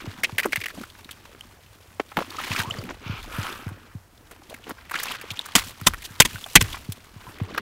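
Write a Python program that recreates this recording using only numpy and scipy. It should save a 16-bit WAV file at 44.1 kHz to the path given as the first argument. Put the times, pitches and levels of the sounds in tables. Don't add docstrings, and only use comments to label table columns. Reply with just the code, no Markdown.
import sys
import numpy as np
from scipy import signal
from scipy.fft import rfft, irfft
from scipy.io import wavfile
from scipy.ndimage import uniform_filter1d

SR = 44100
rng = np.random.default_rng(int(sys.argv[2]) if len(sys.argv) > 2 else 0)


def master_out(mix):
    frames = np.transpose(np.atleast_2d(mix))
    ceiling = np.clip(frames, -1, 1)
    pcm = np.round(ceiling * 32767).astype(np.int16)
    wavfile.write(sys.argv[1], SR, pcm)


N = 335601


def amp(db):
    return 10 ** (np.asarray(db) / 20)


def evened(x):
    return x / np.sqrt(np.mean(x ** 2) + 1e-20)


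def noise(size):
    return rng.standard_normal(size)


def level_over_time(times, levels_db):
    return amp(np.interp(np.arange(N) / SR, times, levels_db))


def add(mix, start_s, sound):
    part = mix[round(start_s * SR):][:len(sound)]
    part += sound[:len(part)]


def band(x, lo_hz, hi_hz, order=2):
    edges = [lo_hz, min(hi_hz, .45 * SR)]
    return signal.sosfilt(signal.butter(order, edges, "band", fs=SR, output="sos"), x)


def resonate(x, hz, width_hz):
    return signal.lfilter(*signal.iirpeak(hz, hz / max(width_hz, 5), SR), x)


def colour(x, points):
    point_hz, point_db = np.transpose(points)
    hz = np.fft.rfftfreq(len(x), 1 / SR)
    gain_db = np.interp(np.log(hz + 1), np.log(point_hz + 1), point_db)
    return irfft(rfft(x) * amp(gain_db), len(x))


def lumps(size, span_s):
    width = max(int(span_s * SR), 1)
    return evened(uniform_filter1d(uniform_filter1d(noise(size), width), width))


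def grains(lo_hz, hi_hz, per_s, cycles, spread_db, count=24):
    happens = rng.random(N) < per_s / SR
    size = amp(spread_db * np.minimum(rng.exponential(1, N), 4)) * happens
    kind, out = rng.integers(0, count, N), np.zeros(N)
    for k, hz in enumerate(np.geomspace(lo_hz, hi_hz, count)):
        u = np.arange(800) / SR * hz / cycles
        tone = np.sin(2 * np.pi * cycles * u * (1 + 0.11 * u))
        out += signal.oaconvolve(size * (kind == k), tone * u * np.exp(-2.5 * u))[:N]
    return evened(out)


def air():
    # (frequency [Hz], density [dB])
    hiss_spectrum = [(12, -31.5), (20, -9), (93, 3.5), (214, -17.5), (521, -17.5), (708, -14.5),
                     (1500, -16.5), (3570, -27), (5270, -27), (12500, -29.5), (15600, -30)]
    # (time [s], level [dB])
    flutter_levels = [(0, -58), (2.3, -75), (2.7, -54), (3.3, -46), (3.7, -56), (5.401, -78), (7.61, -55)]
    hiss_db = -54
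    hiss = evened(colour(noise(N), hiss_spectrum)) * amp(1.0 * lumps(N, 0.065))
    flutter = evened(band(noise(N), 20, 71)) * amp(1.5 * lumps(N, 0.12))
    return amp(hiss_db) * hiss + level_over_time(*np.transpose(flutter_levels)) * flutter


def stirring():
    # (time [s], crackle [dB], treble spray [dB], low slosh [dB])
    stir = [(0, -46, -56.5, -44), (.61, -52.5, -49.5, -53.5), (.89, -57.5, -56.5, -59),
            (1.21, -55.5, -61, -57), (1.97, -65, -61.5, -63), (2.4, -39, -48.5, -46),
            (2.8, -47, -52, -39.5), (3.0, -52, -66, -51), (3.25, -49, -53.5, -48), (3.45, -36, -65, -43),
            (4.0, -70, -68.5, -63), (4.6, -56, -63, -54.5), (4.88, -54, -67, -56.5),
            (5.15, -42.5, -58, -56.5), (5.91, -51, -51.5, -57), (6.55, -53, -44, -53),
            (7.1, -55.5, -58.5, -59), (7.61, -43.5, -66, -40)]
    # (start [s], length [s], crackle [dB], treble spray [dB], low slosh [dB], swell [dB])
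    pours = [(0.713, .13, -56, -58, -40.5, 25), (2.158, 0.069, -47, -55, -28, 4),
             (2.3, 0.33, -41, -46, -66, 29.5), (2.735, 0.067, -47.5, -68, -57, -3),
             (2.872, 0.056, -46, -79, -38, 0), (4.302, 0.037, -52, -57, -42, 0),
             (4.485, 0.072, -55, -62, -45.5, -3), (4.66, 0.076, -48, -55, -42, 5.5),
             (4.921, .25, -38.5, -45.5, -52.5, -8), (5.555, 0.087, -33.5, -34, -52, -32.5),
             (5.622, 0.1, -72, -44, -63, 2), (6.038, 0.029, -62, -28.5, -72, 3),
             (6.263, 0.13, -48, -48.5, -70, -13), (6.618, 0.16, -44, -49.5, -54, -4)]
    edge_s = 0.026
    times, *columns = np.transpose(stir)
    level = np.array([level_over_time(times, column) for column in columns])
    for start, length, *layer_dbs, swell_db in pours:
        u = np.arange(0, length, 1 / SR)
        fade = np.minimum(np.minimum(u, length - u) / edge_s, 1)
        shape = fade * amp(swell_db * (u / length - .5))
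        for layer, db in zip(level, layer_dbs):
            add(layer, start, amp(db) * shape)
    return level


def slush(level):
    clumps = amp(2.2 * lumps(N, .004) + 2.0 * lumps(N, .015))
    wash = evened(band(noise(N), 1480, 3400))
    chips = grains(800, 6000, 2200, 2.0, 4.5)
    bubbles = grains(900, 5000, 200, 5.0, 3.5)
    crackle = evened(clumps * (chips + .7 * wash) + .5 * bubbles)
    spray_hiss = evened(band(noise(N), 2800, 15000))
    spray_grains = grains(2260, 24800, 2200, 1.2, 2.3)
    spray = evened(clumps * (spray_hiss + 1.84 * spray_grains))
    slosh = grains(171.0, 680, 300, 1.5, 3.66)
    return (level * [crackle, spray, slosh]).sum(0)


def thuds():
    # (time [s], level [dB])
    thud_list = [(0.071, -20.5), (0.323, -23.5), (0.573, -25.5), (2.502, -19), (2.59, -19), (2.67, -23),
                 (2.709, -28), (2.782, -20.5), (3.059, -24), (3.093, -16), (3.131, -26), (3.382, -14.5),
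                 (3.662, -18.5), (3.713, -26), (3.948, -22.5), (5.309, -27), (5.813, -23), (6.103, -31.5),
                 (6.342, -24.5), (6.614, -12), (6.886, -17), (7.158, -29.5), (7.275, -32), (7.411, -12.5)]
    final_hz, ring_s = 94.3, 0.11
    out, t = np.zeros(N), np.arange(8192) / SR
    turns = np.cumsum(final_hz * (1 + 6.2 * np.exp(-t / 0.0032))) / SR
    soft_start = 1 - np.exp(-(t / 0.0056) ** 3)
    thud = amp(-60 * t / ring_s) * np.sin(2 * np.pi * turns) * soft_start
    for start, db in thud_list:
        add(out, start, amp(db) * thud)
    return out


def knock(hz, treble_db, rise_s):
    grit_db = 4.5
    u = np.arange(2048) / SR / max(rise_s, .0003)
    swell = (u * np.exp(1 - u)) ** 0.88
    burst = noise(len(u)) * amp(grit_db * lumps(len(u), .0007)) * swell
    body = resonate(resonate(burst, hz, max(650, .35 * hz)), hz, 2000)
    body += .15 * band(burst, 300, 1200 + 2 * hz)
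    treble = band(burst, 2070, 15000)
    return body / abs(body).max() + amp(treble_db) * treble / abs(treble).max()


def knocks(crackle, count=70):
    # (time [s], peak of the body [dB], centre [Hz], treble re body [dB])
    strikes = [(0.234, -11, 2060, -4), (0.242, -6.5, 2360, -36), (0.293, -23.5, 510, -23.5),
               (0.381, -8, 2076, -6), (0.391, -10.5, 1930, -7.5), (0.397, -12.5, 2000, -6),
               (0.431, -15.5, 2050, -10), (0.442, -18.5, 1730, -16), (0.455, -10, 456, -10.5),
               (0.521, -14.5, 2130, -8), (0.528, -10, 2000, -18), (0.557, -13, 2180, -6),
               (0.569, -19.5, 2060, -15), (0.602, -29, 2000, -2), (0.612, -20, 2217, -14.5),
               (0.637, -18.5, 2180, -12), (0.658, -16.5, 2050, -8.5), (0.681, -22, 1954, -5),
               (0.702, -28.5, 1718, -8), (0.832, -26.5, 1570, -10), (0.899, -32, 3360, -11),
               (0.948, -35.5, 1451, -22), (1.091, -26.5, 1675, -23), (1.109, -29.5, 3521, 4),
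               (1.347, -34.5, 443, -23), (1.997, -11.5, 470, -25), (2.116, -29.5, 955, -15),
               (2.169, -7, 940, -13.5), (2.187, -13.5, 970, -17), (2.203, -19, 1100, -30),
               (2.219, -20, 1150, -25), (2.435, -21, 2340, -20), (2.514, -15.5, 2300, -20),
               (2.561, -14, 2340, -17), (2.589, -20, 3200, -14), (2.89, -24, 628, -24.5),
               (2.906, -24, 1100, -17), (3.465, -22, 1350, -17), (3.687, -31.5, 1102, -2.5),
               (4.311, -32.5, 1400, 2), (4.497, -36, 3720, 2), (4.54, -26.5, 2150, -5),
               (4.638, -34.5, 2810, -18), (4.667, -31, 570, -22), (4.693, -25.5, 1110, 3),
               (4.706, -21, 1220, -23), (4.78, -35, 1353, -23.5), (4.894, -26.5, 1900, -9),
               (4.911, -19, 1320, -6.5), (4.94, -14, 1390, -22), (4.954, -14, 1820, -33),
               (4.987, -21, 3500, -15), (4.998, -20, 2100, -6), (5.031, -20.5, 1760, 6),
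               (5.082, -21.5, 2580, -13), (5.113, -19.5, 3200, -4), (5.148, -24, 1390, -19),
               (5.212, -24.5, 1880, -5.5), (5.304, -20, 2880, -25), (5.312, -23, 3520, -3.5),
               (5.37, -25, 2960, -14), (5.41, -25.5, 3250, -16), (5.457, -29, 1410, 3.5),
               (5.484, -27, 1340, -8), (5.751, -47, 1513, -8), (5.81, -24, 1370, -1.5),
               (5.879, -10, 1020, 3), (5.935, -18.5, 1570, -6), (6.02, -28, 2300, -2),
               (6.048, -28, 3481, -11), (6.216, -3.5, 2480, -4.5), (6.429, -35, 1492, -11.5),
               (6.461, -25.5, 840, -3), (6.567, -3.5, 2200, -17), (6.621, -13.5, 2190, 2),
               (6.726, -22.5, 3200, -5), (6.743, -22, 1260, -23), (6.769, -29, 945, -25.5),
               (6.92, -30, 3777, 9), (7.4, -27, 474, -24), (7.545, -20.5, 1350, -15),
               (7.562, -30, 1320, -30), (7.577, -8.5, 1430, -13)]
    knock_rise_s, chip_rise_s = 0.0027, 0.0014
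    chip_lo_hz, chip_hi_hz, chip_treble_db = 850, 4100, -6
    chip_db, chip_spread_db, busy_db, follow = -37.5, 2.5, -50, .6
    out = np.zeros(N)
    for start, db, hz, treble_db in strikes:
        add(out, start, amp(db) * knock(hz, treble_db, knock_rise_s))
    for when, size, force in rng.random((count, 3)):
        hz = chip_lo_hz * (chip_hi_hz / chip_lo_hz) ** size
        db = chip_db - chip_spread_db * np.log(force + 0.03)
        busy = (crackle[int(when * N)] / amp(busy_db)) ** follow
        add(out, when * N / SR, busy * amp(db) * knock(hz, chip_treble_db, chip_rise_s))
    return out


def drips():
    # (time [s], level [dB], starting pitch [Hz], ring time [s], glide [octaves/s])
    drip_list = [(0.453, -18.5, 409, 0.1, -12.5), (1.409, -17, 2980, 0.011, 11),
                 (2.345, -28, 1040, 0.029, 3), (2.384, -20, 1245, 0.047, 1), (2.635, -32.5, 880, 0.72, 6.5),
                 (2.7, -22, 7400, 0.01119, 6), (2.708, -18, 2770, 0.027, 25),
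                 (2.786, -31.5, 4950, 0.027, -14), (5.239, -30, 426, 0.025, 12),
                 (5.392, -8.5, 3520, 0.0079, -3), (6.358, -25, 1500, 0.034, 5),
                 (6.441, -18, 3620, 0.013, 9), (7.267, -32, 1017, 0.088, -9)]
    out, t = np.zeros(N), np.arange(3200) / SR
    for start, db, hz, ring_s, glide in drip_list:
        wobble = .04 * lumps(len(t), .002)
        flutter_db = 4 * lumps(len(t), .002)
        turns = np.cumsum(hz * 2 ** (glide * t) * (1 + wobble)) / SR
        bubble = amp(flutter_db - 60 * t / ring_s) * np.sin(2 * np.pi * turns)
        bubble *= signal.windows.tukey(len(t), .04)
        tick = 0.26 * band(noise(len(t)), 0.082 * hz, 3 * hz, order=1) * np.exp(-t / 0.00084)
        add(out, start, amp(db) * (bubble + tick))
    return out


def slides():
    # (centre [Hz], width of the narrower filter [Hz], gain [dB])
    resonances = [(1350, 580, 32.5), (2340, 760, 14.5), (4050, 500, 1)]
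    # (start [s], attack [s], hold [s], release [s], level [dB],
    # lift of the middle resonance [dB], hiss re level [dB])
    strokes = [(3.01, 0.056, 0.14, .004, -41, 16, -19), (3.259, 0.087, 0.13, 0.23, -38, 8, -9),
               (3.659, 0.024, 0.24, .04, -55.5, 5, -20.5), (6.074, .01, 0.11, 0.14, -52, -4, -18.5),
               (7.19, 0.1, 0.013, .06, -50, 8.5, -5)]
    out = np.zeros(N)
    for start, attack, hold, release, level_db, lift_db, hiss_db in strokes:
        t = np.arange(0, attack + hold + release, 1 / SR)
        shape = np.clip(np.minimum(t / attack, (t[-1] - t) / release), 0, 1)
        rub = noise(len(t)) * amp(1.2 * lumps(len(t), 0.0046))
        low, middle, high = (amp(db) * resonate(resonate(rub, hz, width), hz, 3 * width)
                             for hz, width, db in resonances)
        body = (low + amp(lift_db) * middle + high) / low.std()
        hiss = amp(hiss_db) * evened(band(rub, 5600, 14300))
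        add(out, start, amp(level_db) * (body + hiss) * shape)
    return out


def blows():
    # (time [s], crunch level [dB], rise [s], crunch length [s], shake of the ice [dB])
    hits = [(5.552, -6.5, 0.00071, 0.012, -35), (5.862, -2, 0.0092, 0.012, -31.5),
            (6.201, 6, 0.00038, 0.0049, -34.5), (6.248, -16, 0.0036, .012, -43),
            (6.606, -12, 0.0058, 0.0093, -37), (6.553, 6, 0.0027, 0.0086, -23)]
    # (frequency [Hz], density [dB])
    crunch_spectrum = [(59, -58), (100, 5), (699, -2), (1040, 4.5), (1320, 0.5), (2010, 4.5), (2820, 2.5),
                       (3270, 6), (4040, -2), (7300, 3), (15600, -10.5)]
    # (pitch [Hz], level [dB], ring setting [s])
    scoop_modes = [(1028, -7, .02), (1545, -12, .02), (1983, -7, .025), (2600, -10, .02), (3085, -11, .025),
                   (3305, -9, .02), (3590, -11, .02), (4700, -11, .02), (6400, -14, .02), (7390, -14, .02)]
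    crunches, sheet, t = np.zeros(N), np.zeros(N), np.arange(16384) / SR
    for start, db, rise, length, shake_db in hits:
        fade = amp(-60 * np.maximum(t - length, 0) / .022)
        shape = fade * np.minimum(t / rise, 1) ** 2
        add(crunches, start, amp(db) * shape * evened(colour(noise(len(t)), crunch_spectrum)))
        thump = amp(18.0 - 60 * t / 0.075) * evened(band(noise(len(t)), 160, 323))
        roll = amp(-60 * t / 0.57) * evened(band(noise(len(t)), 22.4, 84))
        add(sheet, start, amp(shake_db) * (thump + roll) * np.minimum(t / 0.013, 1))
    ring = sum(amp(db) * resonate(crunches, hz, 1.5 / ring_s) for hz, db, ring_s in scoop_modes)
    return 0.63 * crunches + 1.54 * ring + sheet


def scene():
    level = stirring()
    crackle_level = level[0]
    mix = air() + slush(level) + thuds() + knocks(crackle_level) + drips() + slides() + blows()
    return mix[None]


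def record(dry):
    edge_hz = 15800
    clipped = np.clip(dry, -1, 1)
    lowpass = signal.firwin(511, edge_hz, window=("kaiser", 9), fs=SR)
    return signal.oaconvolve(clipped, lowpass[None], "same")


dry = scene()
out = record(dry)
master_out(out)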